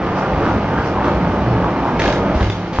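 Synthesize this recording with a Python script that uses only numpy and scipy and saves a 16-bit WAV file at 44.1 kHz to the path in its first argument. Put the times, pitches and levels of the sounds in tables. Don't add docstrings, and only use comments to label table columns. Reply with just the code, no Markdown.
import sys
import numpy as np
from scipy import signal
from scipy.fft import rfft, irfft, next_fast_len
from scipy.io import wavfile
from scipy.ndimage import uniform_filter1d

SR = 44100
rng = np.random.default_rng(int(sys.argv[2]) if len(sys.argv) > 2 else 0)


def bounce(signal):
    frames = np.transpose(np.atleast_2d(signal))
    limited = np.clip(frames, -1, 1)
    pcm = np.round(limited * 32767).astype(np.int16)
    wavfile.write(sys.argv[1], SR, pcm)


N = 123479
T = np.arange(N) / SR
FFT_SIZE = next_fast_len(N + SR, True) // 2 * 2
FFT_HZ = np.arange(FFT_SIZE // 2 + 1) * SR / FFT_SIZE

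# f/Hz, level/dB rms
HUM_TONES = [(177.6,-31.5),(334,-34.5)]

# f/Hz, relative gain/dB
BOOM_COLOUR = [(20,-34),(43,-12.5),(56,11.5),(72,1.5),(100,-9),(400,-64.5)]
# t of top/s, f/Hz, level at top/dB rms, half width/s
TABLE_DRONES = [(.475,222.2,-21,.032),(0.575,210,-24,0.05),(.69,197,-20,0.013),(1.085,124,-20,0.023),(1.26,175.9,-21,0.082),(1.525,119,-15.5,0.06),(1.93,245,-19,0.03),(1.99,165,-20,0.035)]
# t/s, pulse level before band-
# pass/dB
THUDS = [(2.354,-10.5),(2.411,-11),(2.460,-16),(2.787,-12.5)]
# f/Hz, gain/dB, t60/s
TABLE_MODES = [(58,-0.5,0.2),(68.3,0.5,0.18),(103.1,-8,0.76)]
BOOM_DB, THUD_LOW_HZ, THUD_HIGH_HZ = -31, 40, 160

# t/s, level before colour/dB, decay time constant/s
RATTLES = [(0.439,-28,0.065),(1.04,-24,0.036),(1.994,-19,0.043),(2.04,-21,0.11),(2.344,-22.5,0.04),(2.401,-26.5,0.27),(2.726,-25,0.12)]
# t/s, level before colour/dB
CLACKS = [(1.9945,-8),(1.999,-6.5),(2.0187,-3.5),(2.039,-9),(2.059,-5.5),(2.078,-7.5),(2.101,-12),(2.126,-6.5),(2.377,-17.5),(2.409,-11),(2.428,-12.5),(2.4438,-14.5),(2.4991,-9)]
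# f/Hz, gain/dB
CLACK_COLOUR = [(100,12.5),(400,12),(900,-8.5),(1700,4.5),(2600,0),(3500,-4),(4600,-9.5),(6000,-12),(7700,-31)]
# f/Hz, gain/dB, t60/s
PLASTIC_MODES = [(1700,-43.5,0.11),(2110,-45,0.062),(3197,-48,0.034),(3710,-57.5,0.055),(5900,-61,0.12)]
RATTLE_ATTACK_S, RATTLE_TICKS_PER_S, CLACK_DECAY_S = 0.0038, 1000, 0.0025
COLLISION_S, COLLISION_DB, SHELL_HZ, SHELL_T60_S = 2.4995, -19.5, 3530, 0.026

# t of top/s, f/Hz, level at top/dB rms, half width/s
ROLLING_SWELLS = [(.18,5130,-45,.025),(.23,1320,-27,0.042),(.475,1285,-24.5,.045),(.785,1490,-27,0.055),(.86,5000,-45.5,0.035),(1.0,920,-20,0.045),(1.07,1122,-21,.035),(1.65,925,-24.5,.06),(1.87,935,-21.5,0.062),(2.07,610,-20.5,0.046),(2.29,581,-23.5,0.12)]
SWELL_BAND_OCTAVES = 0.43

# f/Hz, relative gain/dB
TREAD_COLOUR = [(150,-18),(330,-7.5),(480,4),(900,2.5),(1220,-6),(1600,-8),(2100,-14.5),(3000,-20.5),(4000,-33),(5500,-41),(7500,-56)]
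# f/Hz, relative gain/dB
RUMBLE_COLOUR = [(60,-31.5),(100,-2.5),(150,-3),(240,-1.5),(320,-2.5),(430,-12.5),(700,-38.5),(2000,-81)]
# f/Hz, relative gain/dB
AXLE_COLOUR = [(800,-11.5),(2000,14),(3500,5),(5800,-2.5),(6600,-9.5),(7700,-46.5)]
# f/Hz, gain/dB, t60/s
TRACK_MODES = [(326,-42,0.054),(904,-43,0.011),(1200,-41,0.018)]
# t/s, pulse level before colour/dB
WHEEL_KNOCKS = [(.498,9),(.743,8),(.787,11),(1.083,8),(1.644,13.5),(1.762,5),(1.862,9.5),(1.892,6),(2.7868,15.5)]
# f/Hz, gain/dB
KNOCK_COLOUR = [(60,-25),(300,13),(600,3),(900,13.5),(1300,4),(2000,-11.5),(3200,-16.5),(6000,-50)]
# t of middle/s, change of tread/dB, change of rumble/dB, change of boom/dB, half width/s
ROLLING_LEVELS = [(.22,2,-1.5,-7,0.084),(.37,2,1.5,10.5,0.056),(0.473,4,4.5,1.5,0.042),(.565,1.5,6.5,12,0.022),(.76,1,2.5,8,0.05),(1.072,3,6,2,0.025),(1.24,1,2.5,8.5,0.19),(1.56,0.5,2.5,6.5,0.12),(2.07,2.5,1,8,0.083),(2.3,0.5,3.5,3,0.096)]
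TOUCHES_PER_S, TOUCH_SPREAD_DB = 2200, 2
TREAD_DB, RUMBLE_DB = -21.5, -21
AXLE_DB, AXLE_TICKS_PER_S, AXLE_FOLLOWS = -41.5, 1500, 0.56
STOP_S, STOP_FALL_S = 2.39, 0.096
STOP_LOSS_DB = [6.5, 7.5, 6]

# f/Hz, gain/dB
SIDE_COLOUR = [(60,-44),(600,-22.5),(1300,-17.5),(2500,-7.5),(4200,0.5),(6500,1)]
ROOM_T60_S, ROOM_DB = 0.21, -6.5
WANDER_SHARE, WANDER_PER_S = 0.03, 0.8
LEFT_LAG_S, LEFT_GAIN_DB = 2 / SR, -0.48
CUTOFF_HZ = 7900


def from_db(db):
    return 10 ** (np.asarray(db) / 20)


def coloured(x, colour):
    hz, db = np.transpose(colour)
    gain = from_db(np.interp(np.log(FFT_HZ + 1), np.log(hz), db))
    cepstrum = irfft(np.log(gain))
    cepstrum[1:FFT_SIZE // 2] *= 2
    cepstrum[FFT_SIZE // 2 + 1:] = 0
    return irfft(rfft(x, FFT_SIZE) * np.exp(rfft(cepstrum)))[:N]


def evened(x, over_s):
    size = max(int(over_s * SR), 2)
    power = uniform_filter1d(uniform_filter1d(x ** 2, size), size)
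    return x / np.sqrt(np.abs(power) + 1e-12)


def patter(per_s, spread_db):
    strength_db = abs(spread_db) * np.clip(rng.standard_normal(N), -2, 2)
    contacts = from_db(strength_db) * rng.choice([-1, 1], N)
    return contacts * (rng.random(N) < per_s / SR)


def blows(rows):
    t_s, db = np.transpose(rows)
    out = np.zeros(N)
    out[np.clip((t_s * SR).astype(int), 0, N - 1)] = from_db(db)
    return out


def ring(clicks, hz, t60_s):
    radius = from_db(-60 / (t60_s * SR))
    angle = 2 * np.pi * hz / SR
    return signal.lfilter([0, np.sin(angle)], [1, -2 * radius * np.cos(angle), radius ** 2], clicks + 1e-18)


def ring_modes(x, modes):
    return sum(from_db(db) * ring(x, hz, t60_s) for hz, db, t60_s in modes)


def swell(t_s, half_width_s):
    return np.exp(-((T - t_s) / half_width_s) ** 2)


def wandering(resonator, x):
    turn = 2 * np.pi * WANDER_PER_S
    clock_s = T - WANDER_SHARE * (1 - np.cos(turn * T)) / turn
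    return np.interp(clock_s, T, resonator(np.interp(T, clock_s, x)))


def stopped():
    return np.clip((T - STOP_S) / STOP_FALL_S, 0, 1)


def rolling_level_changes():
    changes_db = sum(np.outer(db, swell(t_s, width_s)) for t_s, *db, width_s in ROLLING_LEVELS)
    return changes_db - np.outer(STOP_LOSS_DB, stopped())


def room(x):
    response = 0
    for k, lag_s in enumerate(rng.uniform(0.004, 0.06, size=24)):
        delay = np.exp(-2j * np.pi * FFT_HZ * int(lag_s * SR) / SR)
        trip = from_db(-60 * lag_s / ROOM_T60_S) * delay
        response = response + (-1) ** k * np.sqrt(lag_s) * trip / (1 - trip)
    response = response / np.sqrt(np.mean(np.abs(response) ** 2))
    return irfft(rfft(x, FFT_SIZE) * response)[:N]


def hum():
    tones = 0
    for hz, db in HUM_TONES:
        tone = ring(rng.standard_normal(N), hz, t60_s=7.2)
        tones = tones + from_db(db) * evened(tone, over_s=0.11)
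    return stopped() * tones


def tables():
    boom_noise = coloured(rng.standard_normal(N), BOOM_COLOUR)
    boom = from_db(BOOM_DB + rolling_level_changes()[2]) * evened(boom_noise, over_s=0.13)
    drones = 0
    for t_s, hz, db, width_s in TABLE_DRONES:
        sine = np.sqrt(2) * np.sin(2 * np.pi * hz * T)
        drones = drones + from_db(db) * swell(t_s, width_s) * sine
    band = signal.butter(1, [THUD_LOW_HZ, THUD_HIGH_HZ], "band", fs=SR, output="sos")
    pushes = signal.sosfilt(band, blows(THUDS))
    return boom + drones + ring_modes(pushes, TABLE_MODES)


def clatter():
    spells = 0
    for t_s, db, decay_s in RATTLES:
        attack = np.clip((T - t_s) / RATTLE_ATTACK_S, 0, 1)
        decay = np.exp(-np.maximum(T - t_s, 0) / decay_s)
        spells = spells + from_db(db) * attack * decay
    rattle = spells * evened(patter(RATTLE_TICKS_PER_S, spread_db=2.5), over_s=0.02)
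    crack_decay = np.exp(-1 / (CLACK_DECAY_S * SR))
    crack_envelope = signal.lfilter([1], [1, -crack_decay], blows(CLACKS) + 1e-18)
    hits = rattle + crack_envelope * rng.standard_normal(N)
    shell = ring(blows([(COLLISION_S, COLLISION_DB)]), SHELL_HZ, SHELL_T60_S)
    return coloured(hits, CLACK_COLOUR) + ring_modes(hits, PLASTIC_MODES) + shell


def rolling_swells():
    out = 0
    half_band = 2 ** (SWELL_BAND_OCTAVES / 2)
    for t_s, hz, db, width_s in ROLLING_SWELLS:
        band = signal.butter(2, [hz / half_band, hz * half_band], "band", fs=SR, output="sos")
        noise = signal.sosfilt(band, patter(TOUCHES_PER_S, TOUCH_SPREAD_DB))
        out = out + from_db(db) * swell(t_s, width_s) * evened(noise, over_s=0.026)
    return out


def track(contacts, colour):
    hollow = wandering(lambda x: ring_modes(x, TRACK_MODES), contacts)
    return coloured(contacts, colour) + hollow


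def wheels():
    tread_db, rumble_db, _ = rolling_level_changes()
    touches = patter(TOUCHES_PER_S, TOUCH_SPREAD_DB)
    tread = from_db(TREAD_DB + tread_db) * evened(track(touches, TREAD_COLOUR), over_s=0.1)
    rumble = from_db(RUMBLE_DB + rumble_db) * evened(coloured(touches, RUMBLE_COLOUR), over_s=0.034)
    ticks = coloured(patter(AXLE_TICKS_PER_S, spread_db=0.0), AXLE_COLOUR)
    axles = from_db(AXLE_DB + AXLE_FOLLOWS * tread_db) * evened(ticks, over_s=0.13)
    return tread + rumble + axles + track(blows(WHEEL_KNOCKS), KNOCK_COLOUR)


def scene():
    trucks = wheels() + rolling_swells() + clatter()
    low = tables() + hum()
    wet = from_db(ROOM_DB)
    mid = (trucks + wet * wandering(room, trucks)) / np.sqrt(1 + wet ** 2) + low
    side = coloured(wandering(room, trucks + low), SIDE_COLOUR)
    left = from_db(LEFT_GAIN_DB) * np.interp(T - LEFT_LAG_S, T, mid + side)
    return np.array([left, mid - side])


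def record(dry):
    lowpass = signal.ellip(10, 0.3, 90, CUTOFF_HZ, fs=SR, output="sos")
    return signal.sosfilt(lowpass, dry)


dry = scene()
out = record(dry)
bounce(out)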